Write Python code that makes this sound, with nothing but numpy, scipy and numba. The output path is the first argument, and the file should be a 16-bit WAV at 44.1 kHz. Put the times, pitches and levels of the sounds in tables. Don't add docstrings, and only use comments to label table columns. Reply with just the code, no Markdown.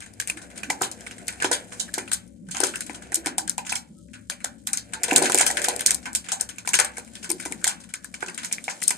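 import sys
import numpy as np
from scipy import signal
from scipy.fft import rfft, irfft
from scipy.io import wavfile
from numba import njit

SR = 44100
rng = np.random.default_rng(int(sys.argv[2]) if len(sys.argv) > 2 else 0)


def generate_wav(signal):
    frames = np.transpose(np.atleast_2d(signal))
    scaled = np.clip(frames, -1, 1) * 32767
    pcm = np.round(scaled).astype(np.int16)
    wavfile.write(sys.argv[1], SR, pcm)


def voltage_ratio(level):
    return 10 ** (np.asarray(level, float) / 20)


N = 395577
PORT_LAG = 20

# frequency in Hz, gain in dB.
FILM = [(2200, -41), (3000, -5), (4500, -6.5), (6000, -4), (8000, -1.5), (10000, -2), (12000, -6),
        (14000, -5.5)]
# frequency in Hz, gain in dB.
PANEL = [(450, -42.5), (800, -19.5), (1230, -19), (1550, -2), (1900, -8.5), (2300, -2.5), (3000, -9.5),
         (3800, -12.5)]
# frequency in Hz, gain in dB.
BAG = [(120, -32.5), (230, -4), (300, 0.5), (450, -6), (580, 4.5), (680, 4), (790, 14), (1000, 15),
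       (1300, -19.5), (1800, -66.5)]


def on_log(table, hz):
    table = np.array(table)
    return np.interp(np.log(hz + 1), np.log(table[:, 0]), table[:, 1])


def colour(x, table):
    log_gain = on_log(table, np.linspace(0, SR / 2, 2049)) * np.log(10) / 20
    cepstrum = irfft(log_gain)
    cepstrum[1:2048] *= 2
    cepstrum[2049:] = 0
    taps = irfft(np.exp(rfft(cepstrum)))[None, :2048]
    return signal.fftconvolve(x, taps / np.sqrt(np.sum(taps ** 2)), axes=1)[:, :N]


@njit
def rings(start, hz, t60, size):
    out = np.zeros(N)
    for k in range(len(start)):
        turn = np.exp(2j * np.pi * hz[k] / SR - np.log(1000) / (t60[k] * SR))
        z = size[k] + 0j
        for i in range(start[k], min(N, start[k] + int(t60[k] * SR))):
            out[i] += z.imag
            z *= turn
    return out


def clusters(s, gains, spread_s, fall_db, scatter_db, lo_hz, hi_hz, cycles, sideways, count):
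    wall_ring = .4
    chance = rng.random((len(s), 7, count))
    first = np.arange(count) == 0
    late = spread_s * chance[:, 0] ** 2 * ~first
    place = np.where(first, .5 + 0.037 * chance[:, 4], chance[:, 4])
    hz = lo_hz * (hi_hz / lo_hz) ** place
    t60 = cycles * np.where(first, .4, .5 + chance[:, 6]) / hz
    side = np.clip(np.round(4 * chance[:, 5] - 1.8), -1, 1)
    lag = sideways * PORT_LAG * side / 2 * ~first
    out = np.zeros((3, N))
    for c, way in enumerate((1, -1, 0)):
        scatter = scatter_db * (chance[:, 1 + c] - .5)
        db = (fall_db * (0.22 + late / spread_s) + scatter) * ~first
        start = np.clip((s[:, None] + late) * SR + lag * way, 0, N - 1).astype(np.int64)
        length = t60 * (1 if way else wall_ring)
        size = gains[c][:, None] * voltage_ratio(db)
        out[c] = rings(start.ravel(), hz.ravel(), length.ravel(), size.ravel())
    return out


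def both_sides(a, b, loose, lag):
    return np.array([np.roll(a, lag) + b, a + np.roll(b, lag)]) + loose


def hum():
    # frequency in Hz, level in dB per Hz.
    spectrum = [(25, -19.5), (45, -28.5), (67, 6), (88, -15.5), (108, 3.5), (140, -15.5), (165, -8.5),
                (178, 2.5), (195, -5.5), (230, -1), (320, -11), (420, -30.5), (580, -14.5), (750, -63),
                (14000, -77.5)]
    # time in seconds, level in dB.
    deep_level = [
        (0.0, -65),
        (7.52, -68),
        (8.97, -78),
    ]
    # frequency in Hz, left minus right in dB.
    tilt = [(110, -0.5), (200, 14), (400, 18), (800, 9)]
    hz = np.linspace(0, SR / 2, N // 2 + 1)
    right, left, *loose = rng.standard_normal((4, N))
    tilt_db = on_log(tilt, hz) / 2
    pair = rfft(both_sides(right, 0.65 * left, 0.29 * np.array(loose), PORT_LAG))
    pair = pair * voltage_ratio(on_log(spectrum, hz) + np.array([tilt_db, -tilt_db]))
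    deep = irfft(pair * (hz < 135), N)
    rest = irfft(pair * (hz >= 135), N)
    swell_db = np.interp(np.arange(N) / SR, *np.transpose(deep_level))
    wander = np.interp(np.arange(N), np.linspace(0, N, 45), rng.standard_normal(45))
    mix = deep * voltage_ratio(swell_db + 13.0) + rest * voltage_ratio(-52.0 + 2.5 * wander)
    return mix / np.sqrt(np.mean(deep ** 2))


def crackle():
    # time in seconds, effort in dB,
    # squeeze in dB (how much the whole bag moves beyond the fingertips).
    hands = [(0,-67.5,4.5),(.52,-60,7.5),(1.97,-53.5,0),(2.42,-75,-4),(2.67,-43,-18.5),(3.169,-69,21),(3.6,-74,10),(3.999,-67.5,-43),(4.989,-62,12),(5.2,-43,16.5),(5.32,-39.5,-2.5),(5.72,-45.5,8),(6.07,-64,-2.5),(7.638,-55,-3),(7.89,-66,-4),(8.97,-48.5,-6.5)]
    s, effort_db, squeeze_db = np.transpose(hands)
    panel_db = effort_db + 0.92 * squeeze_db
    bag_db = effort_db + squeeze_db
    chance = rng.random((5000, 2))
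    at = chance[:, 0] * N / SR
    size_db = -5 * np.log(.04 + chance[:, 1])
    soft = BAG[:6] + BAG[8:]
    out = 0
    for db, table, trim_db, uneven in [(effort_db, FILM, 9, .45), (panel_db, PANEL, 0, .6), (bag_db, soft, -14, .3)]:
        gain = voltage_ratio(np.interp(at, s, db) + uneven * size_db + trim_db)
        grains = clusters(at, [gain] * 3, spread_s=.003, fall_db=0, scatter_db=14, lo_hz=table[1][0],
                          hi_hz=table[-2][0], cycles=3.96, sideways=0.85, count=3)
        out = out + colour(grains, table)
    return out


def snaps():
    # time in seconds,
    # level in dB, # panel ring in dB relative to that level, left minus right in dB.
    crease_snaps = [(.0047,-26.5,5.5,1),(0.1364,-36.5,-27,10),(0.1999,-9,-4.5,1.5),(0.2743,-14.5,-4,4),(0.2995,-11.5,-11,4),(.577,-25,3.5,4.5),(0.633,-23,5.5,-2.5),(0.7018,-9.5,-2.5,-4),(0.82,-11,-6.5,-10.5),(0.8319,-24,10.5,13.5),(0.915,-21,-13,7.5),(1.008,-29,5,3),(1.0645,-30.5,4,10.5),(1.1112,-26.5,7,-4),(1.182,-34,7,4),(1.2811,-8.5,-4.5,1),(1.27,-30,-18,9),(1.4015,-29.5,15,8),(1.4222,-18,10.5,-5),(1.444,-13.5,6.5,-6),(1.5146,-8,3.5,-4.5),(1.529,-18,1.5,18.5),(1.722,-40,14,-17),(1.7975,-22.5,-3,-21),(1.9404,-11.5,-8,3.5),(1.9815,-11.5,-3.5,-2.5),(2.1162,-14,-2.5,11.5),(2.131,-20.5,-6,20),(2.277,-41,-33,10),
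                    (2.5103,-26.5,2,-14.5),(2.567,-26,11,-15.5),(2.6025,-11.5,-1.5,9.5),(2.636,-6.5,-2.5,7.5),(2.649,-29,-18,-4),(2.669,-17.5,1,10.5),(2.7384,-37.5,18,4),(2.7577,-14,-9,-0.5),(2.8073,-14.5,-3.5,1.5),(2.8649,-24.5,-3,5.5),(2.931,-42,-24,20),(3.12,-19,1,1),(3.144,-2.5,-14.5,-6),(3.156,-4,-24,4),(3.2599,-9.5,-2,0),(3.2686,-16.5,0.5,8),(3.3813,-5,-11.5,5.5),(3.477,-16.5,-0.5,-1.5),(3.4961,-7,-21,5.5),(3.58,-10.5,-6.5,1),(3.6664,-20.5,5.5,-3),(3.693,-28.5,6,-18.5),(3.7218,-14.5,1.5,5.5),(3.754,-18.5,-5.5,-15.5),(3.986,-45.5,-11,4),(4.134,-32,10.5,-3.5),(4.299,-12,-2,4),(4.444,-8,-6.5,-0.5),(4.671,-7,-8,-5.5),(4.7318,-8.5,-5.5,3.5),(4.773,-9.5,-14,5),(4.935,-18,5,4.5),
                    (5.0339,-5,-15.5,-3),(5.038,-15.5,4,10),(5.0813,-24,9.5,12),(5.1103,-16,10,-1),(5.131,-11,-17,-9),(5.1608,5,-7,-5.5),(5.166,-20.5,-5,4),(5.18,-1,-24,-1),(5.2229,-9.5,1.5,7),(5.2448,-11.5,8.5,0.5),(5.2572,-9,5,1),(5.2978,-12.5,-4,-4),(5.32,-4,-6.5,1.5),(5.3455,2,-8.5,0.5),(5.376,-4,-5,-1),(5.386,-1.5,-5,1),(5.397,-10,5,-4),(5.41,-3.5,0,-5.5),(5.461,-19,-15,2),(5.465,-4,-3.5,8.5),(5.502,-15.5,4,2),(5.5118,-11,-13,0),(5.5707,-10.5,2.5,4),(5.595,-30,-10,14),(5.618,-15,-6,8),(5.643,-5,-2,-2),(5.685,-7,-1.5,4.5),(5.763,-13,-52,14),(5.7934,-14.5,-3,-5),(5.808,-12,-3,3),(5.862,3,-15,-9),(5.871,-13,-33,16),(5.9072,0,-6.5,-2),(5.915,-26,-10,-3),(5.9457,-8,-41,12),
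                    (6.0567,-23.5,13.5,-2.5),(6.131,-21,-17,3),(6.1502,-3.5,-9.5,-5),(6.157,-14,-31,-14),(6.2861,-30.5,13.5,-15),(6.319,-13.5,3.5,9),(6.4098,-9,-21,10),(6.4903,-21,0.5,5.5),(6.584,-22.5,-1,-3),(6.655,-30.5,3,4),(6.675,-10,-8.5,6),(6.69,-9,-7,2),(6.734,-8.5,4.5,-2),(6.74,-15,-7,23),(6.789,-3.5,5,5),(6.7995,-2,-27.5,9),(6.847,-12,-4,3.5),(6.982,-20,-1.5,-0.5),(7.0477,-33,-22,9),(7.1527,-29,7.5,9),(7.293,-20.5,-6,9),(7.3024,-5,-18,1),(7.3155,-17,-38,19.5),
                    (7.4,-25,2.5,10),(7.453,-15.5,2.5,2.5),(7.523,-19,-30,8),(7.643,-2.5,-7,0),(7.669,-11,-0.5,3),(7.677,-4,-4,3.5),(7.9384,-16,-4.5,4),(8.045,-22,-12,5),(8.142,-21.5,1.5,0),(8.2238,-26.5,10.5,-4),(8.262,-25,7,-4),(8.3454,-25,-4,5),(8.3769,-22,6.5,8.5),(8.4476,-16.5,-1,-6.5),(8.5134,-45,17,21),(8.526,-5,-16,-5.5),(8.641,-22.5,-9.5,-11),(8.681,-32.5,20,-2),(8.697,-31.5,10.5,16.5),(8.817,-27,0.5,15),(8.822,-23,-3,-6),(8.8288,-16,-8.5,11.5),(8.837,-10,-46,6),(8.879,0,-23,7.5),(8.906,-5,-7,-1.5)]
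    # time in seconds, level in dB.
    faint = [(0.0227, -25), (0.0613, -32), (0.371, -24.5), (0.417, -27), (0.558, -29), (0.8096, -19.5),
             (1.881, -37), (2.0766, -27.5), (2.4682, -44), (2.486, -32.5), (2.5457, -15), (2.8962, -23),
             (2.946, -21.5), (3.0217, -28), (3.098, -43), (4.082, -48), (4.404, -32.5), (6.2428, -27.5),
             (6.261, -27), (6.3988, -21), (6.9687, -22.5), (7.243, -19.5), (7.513, -25), (7.803, -29.5),
             (7.8377, -30.5), (7.8903, -30.5), (8.2823, -19), (8.4185, -28), (8.4325, -18), (8.585, -34),
             (0.5016, -32), (0.7898, -43), (1.3235, -27), (1.3538, -42), (2.9543, -40), (3.0694, -37),
             (3.2444, -33), (3.4353, -36), (3.65, -28), (4.923, -35), (6.0282, -28.5), (6.5594, -36),
             (6.936, -36), (7.07, -36), (7.1333, -34), (7.2284, -23), (7.3827, -36), (7.425, -25.5),
             (7.5887, -39), (7.613, -35), (7.693, -15.5), (8.035, -36), (8.205, -24.5), (8.786, -43),
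             (8.94, -37)]
    ticks = [(s, db - 8, 8.5, 7.5) for s, db in faint]
    s, db, ring_db, pan_db = np.transpose(crease_snaps + ticks)
    wet_db = -16 + 0.27 * ring_db - 0.0068 * db + 0.61 * abs(pan_db)
    aim = np.array([pan_db / 2, -pan_db / 2, wet_db + 11])
    size = np.clip(2 ** (-(ring_db + 8.5) / 42.5), .5, 1.2)[:, None]
    patch = 2 ** (1.1 * rng.random((len(s), 1)) - .3)
    creak = clusters(s - .004, voltage_ratio(db + aim - 37), spread_s=0.003, fall_db=12, scatter_db=10,
                     lo_hz=3000, hi_hz=12000, cycles=9.0, sideways=0.61, count=5)
    crack = clusters(s, voltage_ratio(db + aim - 2.0), spread_s=0.0025, fall_db=-12.5, scatter_db=3.3,
                     lo_hz=4200 * size, hi_hz=14500 * size, cycles=7.0, sideways=0.93, count=9)
    after = clusters(s + 0.0019, voltage_ratio(db + wet_db + 0.78 * aim + 4.0), spread_s=0.04, fall_db=-24.0, scatter_db=20,
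                     lo_hz=3383 * size, hi_hz=14000 * size, cycles=18.1, sideways=0.75, count=26)
    ring = clusters(s, voltage_ratio(db + ring_db + 0.66 * aim - 12.0), spread_s=.025, fall_db=-5.5, scatter_db=18.9,
                    lo_hz=546 * patch, hi_hz=3460 * patch, cycles=8.8, sideways=0.92, count=8)
    return colour(creak + crack + after, FILM) + colour(ring, PANEL)


def panels():
    # time in seconds, level in dB, pitch in Hz.
    panel_rings = [(0.1989, -19, 1770), (0.2736, -18, 2320), (0.2987, -14, 2540), (0.632, -16, 2280),
                   (0.6994, -6.5, 2200), (0.8142, -13, 1410), (1.066, -20, 2300), (1.1106, -19, 2600),
                   (1.2788, -33, 2590), (1.401, -20.5, 2540), (1.4225, -8, 1580), (1.4412, -13, 1530),
                   (1.513, -23, 1830), (1.7204, -26, 2250), (1.798, -32, 1600), (1.8805, -23, 1820),
                   (1.9387, -27, 1610), (1.9794, -21, 1460), (2.0782, -29, 2570), (2.116, -20.5, 1580),
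                   (2.488, -33, 1620), (2.5432, -25, 2680), (2.6023, -22, 1410), (2.6336, -9.5, 1440),
                   (2.7577, -15.5, 2680), (2.807, -33, 1620), (2.8957, -20.5, 2130), (2.9455, -25, 1510),
                   (3.1202, -19.5, 1870), (3.246, -26, 1630), (3.26, -17, 2140), (3.3828, -18, 1680),
                   (3.478, -39, 1700), (3.5807, -12.5, 2470), (3.666, -35, 2060), (3.7231, -13, 2440),
                   (3.7535, -19, 2240), (4.135, -35, 1570), (4.2989, -23, 1640), (4.4067, -32.5, 2460),
                   (4.4433, -23, 1780), (4.6708, -48, 2250), (4.7313, -37, 1680), (4.932, -26, 1560),
                   (5.0334, -11.5, 2340), (5.1081, -7, 2550), (5.1293, -16, 2300), (5.154, -13, 2490),
                   (5.2414, -21, 2140), (5.2973, -11, 1450), (5.344, -27, 1480), (5.3959, -14, 2240),
                   (5.4079, -12.5, 2060), (5.4613, -14, 2460), (5.5027, -15, 2040), (5.57, -27, 2160),
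                   (5.6402, -16.5, 1800), (5.6833, -18, 2310), (5.795, -24, 2170), (5.8588, -15, 2170),
                   (5.8938, -15.5, 2250), (5.9072, -25, 2320), (6.055, -28, 2520), (6.1492, -24, 1620),
                   (6.2873, -25.5, 1550), (6.3962, -26, 1610), (6.491, -24, 1650), (6.582, -25, 2380),
                   (6.6496, -26, 1520), (6.6753, -16, 2280), (6.7402, -11, 2500), (6.7907, -11.5, 1380),
                   (6.9693, -28, 2160), (7.227, -25, 2420), (7.2995, -15.5, 2350), (7.3992, -23, 2400),
                   (7.4526, -15, 2210), (7.5228, -15.5, 2180), (7.6253, -33, 1560), (7.6425, -11.5, 2120),
                   (7.676, -24, 1630), (7.9397, -19, 2300), (8.0459, -28.5, 1620), (8.1402, -18.5, 2280),
                   (8.227, -14, 1640), (8.284, -18, 2350), (8.513, -19.5, 2340), (8.5824, -21, 2230),
                   (8.6811, -14, 2200), (8.8214, -19, 2170), (8.893, -26, 2660), (8.9069, -12.5, 2190)]
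    s, db, hz = np.transpose(panel_rings)
    hz = hz[:, None]
    return clusters(s, voltage_ratio([db - 10.5, db - 9.5, db - 22.5]), spread_s=.012, fall_db=-10, scatter_db=33.0,
                    lo_hz=hz * 0.914, hi_hz=hz * 1.125, cycles=33, sideways=1, count=5)


def slides():
    # start in seconds,
    # length in seconds, level in dB, centre in Hz.
    shifts = [(0.305, 0.13, -44.5, 315), (0.559, 0.13, -44.5, 208), (0.659, 0.071, -36, 287),
              (1.741, .06, -52, 195), (2.382, 0.18, -40, 183), (3.15, 0.096, -38, 336),
              (3.332, .2, -46.5, 306), (3.858, 0.11, -42.5, 182.5), (3.94, 0.099, -69, 1306),
              (4.297, 0.061, -48.5, 578), (4.679, 0.086, -50, 812), (4.922, .09, -42, 887),
              (4.639, 0.14, -44.5, 228), (5.121, .1, -35.5, 178), (5.679, 0.13, -50, 229),
              (7.2, 0.12, -55, 404), (7.278, 0.097, -32.5, 334), (7.451, 0.11, -49, 304),
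              (8.242, 0.09, -48, 354)]
    width_hz = 28
    out = np.zeros(N)
    for s, length_s, db, hz in shifts:
        swell = np.hanning(int(length_s * SR))
        noise = rng.standard_normal(SR // 2)
        noise = signal.lfilter(*signal.iirpeak(hz, hz / width_hz, SR), noise)
        noise = signal.lfilter(*signal.iirpeak(hz, hz / width_hz / 2, SR), noise)[-len(swell):]
        out[int(s * SR):][:len(swell)] += voltage_ratio(db) * swell * noise / np.std(noise)
    return out * voltage_ratio([[-1.5], [1.5], [-16]])


def pops():
    # time in seconds, level in dB, pitch in Hz.
    bag_pops = [(.702,-16.5,805),(.814,-12.5,363),(.815,-17,700),(1.445,-5.5,368),(1.512,-7.5,483),(1.978,-12,362),(2.545,-19.5,222),(2.603,-11.5,370),(2.632,-5.5,390),(2.896,-18,305),(3.118,-22.5,342),(3.264,-10,310),(3.38,-20,770),(3.58,-21,906),(3.72,-23,885),(4.444,-24,580),
                (5.084,-15,470),(5.121,-1.5,265),(5.152,-18,585),(5.176,-16,590),(5.219,-4,350),(5.298,-8,405),(5.345,-5,390),(5.407,-9.5,615),(5.501,-21,740),(5.682,-13.5,697),(6.412,-27,530),(6.675,-19,1170),(6.74,-19,392),(6.791,-13,545),(6.981,-23,470),(7.301,-15.5,317),(7.459,-15.5,314),(7.515,-19,330),(7.666,-23.5,770),(8.227,-18,402),(8.679,-22,690),(8.906,-24.5,990)]
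    s, db, hz = np.transpose(bag_pops)
    tone = rings((s * SR).astype(np.int64), hz, 8 / hz, voltage_ratio(db - 9.0))
    knock = clusters(s, voltage_ratio([db - 15.5] * 3), spread_s=0.01508, fall_db=-1.3, scatter_db=2.7,
                     lo_hz=266, hi_hz=2800, cycles=1.73, sideways=0, count=6)
    return colour(tone + knock, BAG) * voltage_ratio([[0], [0], [-11]])


def room(x):
    # centre in Hz, 60 dB decay in seconds, level in dB.
    bands = [(342, 0.39, 7), (840, 0.24, 8), (1800, 0.28, 1), (5330, 0.14, 5), (8700, 0.15, -2),
             (12200, 0.16, -2)]
    # frequency in Hz, 60 dB decay in seconds, level in dB.
    modes = [(580, .2, -13), (790, .12, -21)]
    wall_s, wall_db = 0.01, -5
    t = np.arange(SR // 2) / SR
    centres = np.array(bands)[:, 0]
    edges = np.sqrt(centres[1:] * centres[:-1])
    tail = 0
    for (hz, t60, db), lo, hi in zip(bands, np.r_[60, edges], np.r_[edges, 16000]):
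        right, left, ahead, *loose = rng.standard_normal((5, len(t)))
        even = min((560 / lo) ** 2, 2) * ahead + min(hz / 7000, 1) * np.array(loose)
        noise = both_sides(right, .9 * left, even, PORT_LAG)
        band = signal.sosfilt(signal.butter(2, [lo, hi], "band", fs=SR, output="sos"), noise)
        shape = voltage_ratio(-60 * t / t60) * np.clip(t / 0.0019, 0, 1)
        tail = tail + voltage_ratio(db) * band * shape / np.sqrt(2 * np.sum(shape ** 2))
    for hz, t60, db in modes:
        mode = np.sin(2 * np.pi * hz * t) * voltage_ratio(-60 * t / t60)
        tail = tail + voltage_ratio(db) * mode / np.sqrt(np.sum(mode ** 2))
    tail[0, int(wall_s * SR) + PORT_LAG] += voltage_ratio(wall_db)
    tail[1, int(wall_s * SR)] += voltage_ratio(wall_db)
    return signal.fftconvolve(x[None], tail, axes=1)[:, :N]


def ports(x):
    # pitch in Hz, width in Hz, level in dB.
    whistles = [
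        (8700, 1400, 12.5),
        (7450, 900, 10),
    ]
    out = []
    for heard, (hz, width_hz, db) in zip(x, whistles):
        whistle = signal.lfilter(*signal.iirpeak(hz, hz / width_hz, SR), heard)
        out.append(heard + voltage_ratio(db) * whistle)
    return np.array(out)


def scene():
    bag = crackle() + snaps() + panels() + slides() + pops()
    bag = signal.sosfilt(signal.butter(2, 110, "high", fs=SR, output="sos"), bag)
    return ports(bag[:2] + room(bag[2])) + hum()


def roll_off(x):
    return signal.sosfilt(signal.butter(12, 15610, fs=SR, output="sos"), x)


def record(dry):
    dull = signal.sosfilt(signal.ellip(8, .2, 60, 14300, fs=SR, output="sos"), dry)
    clipped = np.tanh(dull / 1.48).clip(-.7, .7)
    return roll_off(clipped * 1.203)


dry = scene()
out = record(dry)
generate_wav(out)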